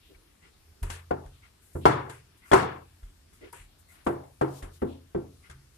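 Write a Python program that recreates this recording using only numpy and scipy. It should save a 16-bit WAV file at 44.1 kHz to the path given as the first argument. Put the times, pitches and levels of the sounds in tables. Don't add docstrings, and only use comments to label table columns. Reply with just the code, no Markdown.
import sys
import numpy as np
from scipy import signal
from scipy.io import wavfile

SR = 44100
rng = np.random.default_rng(int(sys.argv[2]) if len(sys.argv) > 2 else 0)


def materialize(psi):
    bounded = np.clip(np.atleast_2d(psi).T, -1, 1)
    quanta = np.round(bounded * 32767).astype(np.int16)
    wavfile.write(sys.argv[1], SR, quanta)


def linear_from_db(decibels):
    return 10 ** (np.asarray(decibels, float) / 20)


N = 254475

# start_s, tip_tick_db, wood_knock_db, extra_depth_db
TAPS = [(0.827, -40.5, -43, 6), (0.899, -33.5, -39, -2), (1.259, -51.5, -57, 0), (1.8532, -29, -9.5, -2.5),
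        (2.094, -42.5, -42, 0.5), (2.515, -29.5, -14.5, 4.5), (2.532, -24, -8.5, -5.5),
        (3.029, -52, -59, 6), (3.33, -52.5, -69, -4.5), (3.528, -50, -43.5, -2), (4.236, -51.5, -72, 12),
        (4.623, -44.5, -41.5, 6.5), (5.496, -45.5, -50, -6), (5.508, -48.5, -61, 6.5)]
TAP_BANDS_HZ = [320, 1000, 2800, 8000]
TICK_COLOUR_DB = [-22, -10, -2.5, -3]
WOOD_COLOUR_DB = [-5, -0.5, -16, -29]
TAP_PULSE_DB = -2.5
# start_s, peak_db
BLOWS = [
    (1.8546, 0),
    (2.5152, -11),
    (2.5324, 1),
]
HEAVY_DB = -28
# start_s, heel_pulse_db, body_db, edge_db, heel_delay_s
THUDS = [
    (1.108, -12.5, -30, -23.5, 0.0031),
    (1.752, -44, -29, -36.5, 0.0032),
    (4.065, -10, -24, -16.5, .0049),
    (4.412, -20, -25.5, -18, 0.0037),
    (4.819, -31, -25.5, -28, 0.00444),
    (5.147, -36.5, -25.5, -31, 0.0039),
]
THUD_BANDS_HZ = [320, 730, 1600, 5500]
SLAP_UNDER_EDGE_DB, CRACK_DB, CRACK_FOLLOWS = 16, -34.5, .75
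# pitch_hz, level_db, t60_s
TAP_MODES = [(275, -9, 0.24), (315, -4.5, 0.12), (356.4, -5, 0.27), (385.7, -2, 0.27), (460, -11.5, 0.17),
             (668, -7.5, 0.19), (830, -3, 0.13), (910, -8.5, .2), (1080, -8.5, 0.16), (1260, -11.5, .2),
             (1356, -9.5, .2), (1460, -11, 0.22), (2107, -6.5, .15), (3400, -10, 0.088)]
THUD_MODES = [(196.9, -7.5, 0.1), (245, -10.5, 0.42), (275, -6.5, 0.48), (340, 2.5, .3), (385, 2.5, 0.19),
              (428.5, -4.5, 0.23), (502, 0, 0.19), (563, -7.5, 0.1), (738, 1, 0.062), (926, -6, 0.21),
              (1049, -12.5, .25), (1384, -1.5, 0.22), (1550, -1.5, 0.17), (1950, -8, 0.22)]
# start_s, pitch_hz, level_db
PINGS = [(.1, 387, -49), (.148, 2280, -50), (1.107, 385, -31), (1.11, 720, -16), (1.108, 1456, -28.5),
         (1.111, 2860, -44), (1.756, 320, -52), (1.856, 979, -6), (1.856, 763, -6), (1.857, 315, -17),
         (2.096, 3700, -55), (2.516, 3370, -24.5), (2.535, 379, -11.5), (2.534, 1035, -33),
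         (3.528, 4840, -48), (4.067, 344.3, -19), (4.067, 738, -26), (4.415, 406, -19.5),
         (4.415, 318.4, -19), (4.626, 1845, -46), (4.82, 389, -26.5), (4.82, 243.5, -28.5),
         (4.818, 1950, -44), (4.82, 523, -38), (5.147, 347, -22), (5.147, 275, -33.5), (5.148, 1390, -44),
         (5.148, 1990, -53)]
PING_T60_S, PING_T60_HZ, PING_DAMPING = .2, 350, 0.93
# start_s, level_db
DISH_RINGS = [
    (0.898, -48),
    (2.11, -51),
    (5.5, -60.5),
]
DISH_HZ, DISH_T60_S = 1595, .22
# start_s, pitch_hz, level_db, t60_s
TOOL_NOTES = [
    (.831, 950, -45, .13),
    (.9, 930, -43, .14),
    (3.5285, 950, -44, .13),
    (2.098, 1000, -48, .1),
    (3.43, 400, -43, .12),
]
LEFT_LEAD_S, ECHO_AFTER_S = 0.00061, .002

# start_s, boom_db, sway_db
PRESSES = [(0.145, -63, -51), (0.818, -38, -28), (1.107, -40.5, -58), (1.252, -43, -44), (1.75, -38, -69.5),
           (1.853, -31.5, -48.5), (2.515, -55, -49), (2.531, -36.5, -41.5), (3.025, -51.5, -47),
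           (3.328, -63.5, -74.5), (3.429, -58, -76.5), (3.594, -53, -47.5), (3.646, -58, -59.5),
           (4.064, -42.5, -53), (4.409, -42, -78), (4.622, -42.5, -39), (4.817, -40, -43),
           (5.146, -43, -45), (5.496, -48, -64.5), (5.549, -53, -65.5)]
# pitch_hz, level_db, t60_s
CABINET = [
    [(38.4, 2.5, 0.26), (47.2, -11, 0.24)],
    [(76.2, -2.5, 0.33), (85, 3.5, 0.76)],
    [(116, -3.5, 0.6), (136.3, 4, 0.56), (176.6, -8, 0.48)],
]
PANEL_BY_PRESS_DB, PANEL_BY_TAP_DB, PANEL_BY_THUD_DB = -10, -13, -15

# start_s, length_s, level_db
BRUSHES = [(1.613, 0.21, -65), (1.73, 0.24, -63), (2.37, 0.057, -68), (3.328, .07, -66),
           (3.785, .06, -65.5), (3.883, 0.14, -62), (4.045, 0.14, -59.5), (4.415, .07, -63)]
SLIDES = [(2.42, 0.14, -59), (4.44, .1, -62.5), (4.5, 0.13, -54.5), (4.7, 0.094, -61), (5.72, 0.062, -69)]
SKIDS = [(.828, 0.23, -60), (0.895, 0.13, -55.5), (2.093, 0.15, -58), (3.528, 0.16, -56),
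         (4.622, 0.086, -59)]
CREAKS = [(.001, .17, -65), (1.32, .11, -67.5), (1.806, .15, -58.5), (4.863, .15, -62.5)]
SQUASHES = [(.089, 0.06, -57), (.14, .17, -70), (.424, 0.11, -72), (3.408, 0.095, -47.5)]
RUBS = [(.143, .03, -67.5), (.405, 0.12, -63), (1.41, 0.091, -61.5), (2.407, 0.17, -58.5),
        (3.041, 0.075, -72.5), (3.399, .12, -57.5), (3.874, 0.2, -62.5), (4.616, 0.023, -57.5),
        (5.418, .089, -61.5), (5.499, .052, -64)]
# start_s, length_s, level_db
SNAPS = [
    (.828, 0.019, -47.5),
    (3.526, 0.013, -50.5),
    (4.822, 0.021, -65.5),
]
# centre_hz, width_octaves, swell (under 1 peaks early)
BRUSH, SLIDE, SKID = (9600, .8, .45), (8000, 3.1, 1.3), (8800, 0.63, 0.31)
CREAK, SQUASH, RUB = (3200, .65, .6), (370, 0.64, 0.59), (1700, 1.5, 0.96)
SNAP = (10300, 0.41, 0.4)
SKID_LOW, SKID_LOW_DB = (2050, 1, 0.48), -0.5
SCUFF, UNDER_SCUFF = (2050, .16, .78), (1420, .1, .78)
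LONG_RUB_S, SCUFF_AFTER_S, SCUFF_S, SCUFF_DB, UNDER_SCUFF_DB = .088, 0.012, 0.054, -0.5, -10

# band_hz, t60_s
ROOM_T60 = [(150, .5), (300, 0.5617), (700, 0.54), (1500, .5), (3000, 0.58), (6000, 0.3755),
            (12000, 0.3553)]
# band_hz, level_db
TAIL_COLOUR = [(150, -5.5), (250, -5), (400, 2), (560, -4), (900, -0.5), (1500, 2), (2200, -3), (3500, -3),
               (5000, -3.5), (9000, -1), (11500, -6), (13500, -19), (15000, -36)]
# band_hz, likeness (1 is the same)
LIKENESS = [(60, 0.96), (130, 0.93), (290, 0.58), (640, -0.25), (1410, 0.26), (3100, -0.06), (6820, 0.03),
            (15000, 0.13)]
# band_hz, level_db
CONTACT_BALANCE = [(60, 1), (180, -1), (550, 2.5), (1650, 6), (4970, 3.5), (15000, 12)]
FLOOR_BALANCE = [(60, -1), (180, 1), (550, -1), (1650, 4.5), (4970, 2), (15000, 10.5)]
# band_hz, level_db (per Hz)
FLOOR = [(13, -34), (22, -8.5), (76, 3), (95, -6.5), (184, -13), (387, -14.5), (469, -23), (602, -20),
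         (1410, -22.5), (1620, -23), (5030, -24.5), (6100, -28), (9480, -27.5), (14300, -35), (16000, -53)]
FLOOR_DB = -60.5
EDGES_HZ = 22 * 2 ** np.arange(0, 9.6, 1 / 3)
GUESS_OVER_FLOOR, GUESS_OF_TAPS, GUESS_OF_THUDS, GUESS_FORGETS_S = 7, 0.0071, .0012, 1.2
# pitch_hz, level_db
WHINES = [
    (9350, -81),
    (11500, -88.5),
    (13800, -92),
]


def at_hz(points, hz):
    table_hz, values = np.transpose(points)
    return np.interp(np.log(hz), np.log(table_hz), values)


def clicks(times, sizes):
    out = np.full(N, 1e-18)
    places = np.clip(np.round(np.asarray(times) * SR).astype(int), 0, N - 1)
    np.add.at(out, places, sizes)
    return out


def ring(x, hz, t60):
    r, w = linear_from_db(-60 / (t60 * SR)), 2 * np.pi * hz / SR
    return signal.lfilter([0, np.sin(w)], [1, -2 * r * np.cos(w), r * r], x)


def lag(x, seconds):
    r = np.exp(-1 / (seconds * SR))
    return signal.lfilter([1 - r], [1, -r], x)


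def dying(power, t60):
    return signal.lfilter([1], [1, -linear_from_db(-120 / (t60 * SR))], power)


def drift(rate):
    knots = rng.standard_normal(int(N / SR * rate) + 3)
    return np.interp(np.arange(N) * rate / SR, np.arange(len(knots)), knots)


def sides(balance, hz):
    return linear_from_db(at_hz(balance, hz) / 2 * np.array([[1], [-1]]))


def contact_db(rows, bands_hz, hz):
    return np.array([at_hz(list(zip(bands_hz, row[2:])), hz) for row in rows])


def counter():
    out = (tap_pulses() + thud_pulses()) * linear_from_db([[2], [-3]]) + pings(tones())
    out += struck_modes(tap_levels(), TAP_BANDS_HZ, TAP_MODES)
    out += struck_modes(thud_levels(), THUD_BANDS_HZ, THUD_MODES)
    out[1] = np.roll(out[1], round(LEFT_LEAD_S * SR))
    out += pings(TOOL_NOTES)
    return signal.sosfilt(signal.butter(2, 160, "high", fs=SR, output="sos"), out)


def tap_pulses():
    light = [tuple(row[:2]) for row in tap_levels() if row[3] < HEAVY_DB]
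    s, peak_db = np.transpose(light + BLOWS)
    return 2.2 * ring(lag(clicks(s, -linear_from_db(peak_db)), .0001), 850, .006)


def thud_pulses():
    s, heel_db, _, edge_db, delay_s = np.transpose(THUDS)
    push = clicks(s + delay_s, linear_from_db(heel_db)) - clicks(s, linear_from_db(edge_db))
    return 2.5 * ring(lag(push, .00015), 600, .005)


def tap_levels():
    s, tick, wood, depth = np.transpose(TAPS)
    tick_db = tick[:, None] + TICK_COLOUR_DB
    wood_db = wood[:, None] + WOOD_COLOUR_DB + np.outer(depth, np.arange(4) == 0)
    power = linear_from_db(2 * wood_db) + linear_from_db(2 * tick_db)
    return np.column_stack([s, tick + TAP_PULSE_DB, 10 * np.log10(power)])


def thud_levels():
    s, heel, body, edge, _ = np.transpose(THUDS)
    slap, crack = edge - SLAP_UNDER_EDGE_DB, CRACK_DB + CRACK_FOLLOWS * edge
    return np.column_stack([s, heel, body, edge, slap, crack])


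def struck_modes(rows, bands_hz, modes):
    out, times = np.zeros((2, N)), np.array(rows)[:, 0] + ECHO_AFTER_S
    for hz, level_db, t60 in modes:
        chance = rng.normal(0, 1, (len(rows), 3))
        strike_db = contact_db(rows, bands_hz, hz) + level_db - 6.5
        for side in range(2):
            sizes = np.sign(chance[:, 2]) * linear_from_db(strike_db + 3.1 * chance[:, side])
            out[side] += ring(clicks(times, sizes), hz, t60)
    return out


def tones():
    hollow = [(s, hz, db, PING_T60_S * (PING_T60_HZ / hz) ** PING_DAMPING) for s, hz, db in PINGS]
    return hollow + [(s, DISH_HZ, db, DISH_T60_S) for s, db in DISH_RINGS]


def pings(table):
    out = np.zeros((2, N + SR))
    t = np.arange(SR // 2) / SR
    for start, hz, level_db, t60 in table:
        first = round(start * SR)
        build_up = -np.expm1(-t * hz / 1.5)
        tone = linear_from_db(level_db - 60 * t / t60) * build_up * np.sin(2 * np.pi * hz * t)
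        out[:, first:first + len(t)] += sides(CONTACT_BALANCE, hz) * tone
    return out[:, :N]


def presses():
    s, boom, sway = np.transpose(PRESSES)
    taps, thuds, out = tap_levels(), thud_levels(), 0
    panel_s = np.concatenate([s, taps[:, 0], thuds[:, 0]])
    panel = np.concatenate([boom + PANEL_BY_PRESS_DB, taps[:, 2] + PANEL_BY_TAP_DB,
                            thuds[:, 2:4].mean(axis=1) + PANEL_BY_THUD_DB])
    # start, level, softness in seconds and direction of the push for each group
    pushes = [(s, sway, .002, 1), (s, boom, .002, -1), (panel_s, panel, .001, -1)]
    for group, (times, push_db, soft_s, sign) in zip(CABINET, pushes):
        for hz, level_db, t60 in group:
            uneven_db = rng.normal(0, 4.4, len(times))
            push = clicks(times, sign * linear_from_db(push_db + level_db + 3.0 + uneven_db))
            out = out + ring(lag(lag(push, soft_s), soft_s), hz, t60)
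    return out


def rustle():
    out, white = np.zeros((2, N + SR)), rng.standard_normal((2, N + SR))
    grain = np.append(linear_from_db(0.83 * drift(150)), np.ones(SR))
    for start, length, level_db, hz, octaves, swell in frictions():
        part = slice(round(start * SR), round((start + length) * SR))
        edges = np.minimum(hz * 2 ** (octaves * np.array([-.5, .5])), 12500)
        band_filter = signal.butter(2, edges, "band", fs=SR, output="sos")
        band = signal.sosfilt(band_filter, white[:, part] * grain[part])
        envelope = np.sin(np.pi * np.linspace(0, 1, band.shape[1]) ** swell) ** 1.1
        out[:, part] += band / np.std(band) * envelope * linear_from_db(level_db) * sides(FLOOR_BALANCE, hz)
    return out[:, :N]


def frictions():
    long_rubs = [row for row in RUBS if row[1] > LONG_RUB_S]
    scuffs = [(s + SCUFF_AFTER_S, SCUFF_S, db + SCUFF_DB) for s, length, db in long_rubs]
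    under = [(s + 2 * SCUFF_AFTER_S, length / 2, db + UNDER_SCUFF_DB) for s, length, db in long_rubs]
    drags = [(s, length, db + SKID_LOW_DB) for s, length, db in SKIDS]
    kinds = [(BRUSHES, BRUSH), (SLIDES, SLIDE), (SKIDS, SKID), (drags, SKID_LOW), (SNAPS, SNAP),
             (CREAKS, CREAK), (SQUASHES, SQUASH), (RUBS, RUB), (scuffs, SCUFF), (under, UNDER_SCUFF)]
    return [(*row, *kind) for rows, kind in kinds for row in rows]


def room_and_air():
    out = 0
    floor_sum = np.sqrt(np.sum(linear_from_db(at_hz(FLOOR, EDGES_HZ[:-1])) ** 2 * EDGES_HZ[:-1]))
    for hz, noise in noise_bands():
        floor = linear_from_db(2 * (FLOOR_DB + at_hz(FLOOR, hz))) * hz / floor_sum ** 2
        colour_db = at_hz(TAIL_COLOUR, hz) - 60 * (hz < 130)
        taps_db = contact_db(tap_levels(), TAP_BANDS_HZ, hz) + colour_db - 15.0
        thuds_db = contact_db(thud_levels(), THUD_BANDS_HZ, hz) + colour_db - 16
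        taps = clicks(np.array(TAPS)[:, 0] + ECHO_AFTER_S, linear_from_db(2 * taps_db))
        thuds = clicks(np.array(THUDS)[:, 0], linear_from_db(2 * thuds_db))
        early = dying(3.4 * taps, 0.07) + dying(7.0 * thuds, 0.11)
        early += dying(4.0 * taps + .6 * thuds, 0.0083) * (hz > 1500)
        t60 = at_hz(ROOM_T60, hz)
        tail = dying(taps, t60) + dying(thuds, 0.88 * t60)
        power = lag(early + tail, 2 / hz + 1 / 1000)
        lifted = dying(GUESS_OF_TAPS * taps + GUESS_OF_THUDS * thuds, GUESS_FORGETS_S)
        guess = GUESS_OVER_FLOOR * floor + lifted
        kept = np.maximum(power - guess, 0.05 * power)
        echoes = sides(CONTACT_BALANCE, hz) ** 2 * kept * linear_from_db(4.0 * drift(90))
        around = sides(FLOOR_BALANCE, hz) ** 2 * floor * linear_from_db(3.9 * drift(11.0))
        out = out + noise * np.sqrt(echoes + around)
    return out


def noise_bands():
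    white = rng.standard_normal((2, 2, N + SR))
    for k, (low, high) in enumerate(zip(EDGES_HZ, EDGES_HZ[1:])):
        band_filter = signal.butter(2, [low, high], "band", fs=SR, output="sos")
        mid, side = signal.sosfilt(band_filter, white[k % 2])[:, SR:]
        hz = np.sqrt(low * high)
        alike = np.clip(at_hz(LIKENESS, hz), -.99, .99)
        pair = np.sqrt(1 + alike) * mid + np.sqrt(1 - alike) * side * [[1], [-1]]
        yield hz, pair / np.sqrt(np.mean(pair ** 2))


def whines():
    t, out = np.arange(N) / SR, 0
    for hz, level_db in WHINES:
        wander = np.cumsum(35 * drift(90)) / SR
        out = out + linear_from_db(level_db + 2 * drift(15)) * np.sin(2 * np.pi * (hz * t + wander))
    return out


def scene():
    return counter() + presses() + rustle() + room_and_air() + whines()


def band_limit(x):
    return signal.sosfilt(signal.butter(12, 16370, fs=SR, output="sos"), x)


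def record(dry):
    rumble_cut = signal.butter(2, 30, "high", fs=SR, output="sos")
    top_cut = signal.cheby2(10, 60, 16500, fs=SR, output="sos")
    rounded = 1.15 * np.tanh(signal.sosfilt(rumble_cut, dry) / 1.128)
    return band_limit(signal.sosfilt(top_cut, rounded))


dry = scene()
out = record(dry)
materialize(out)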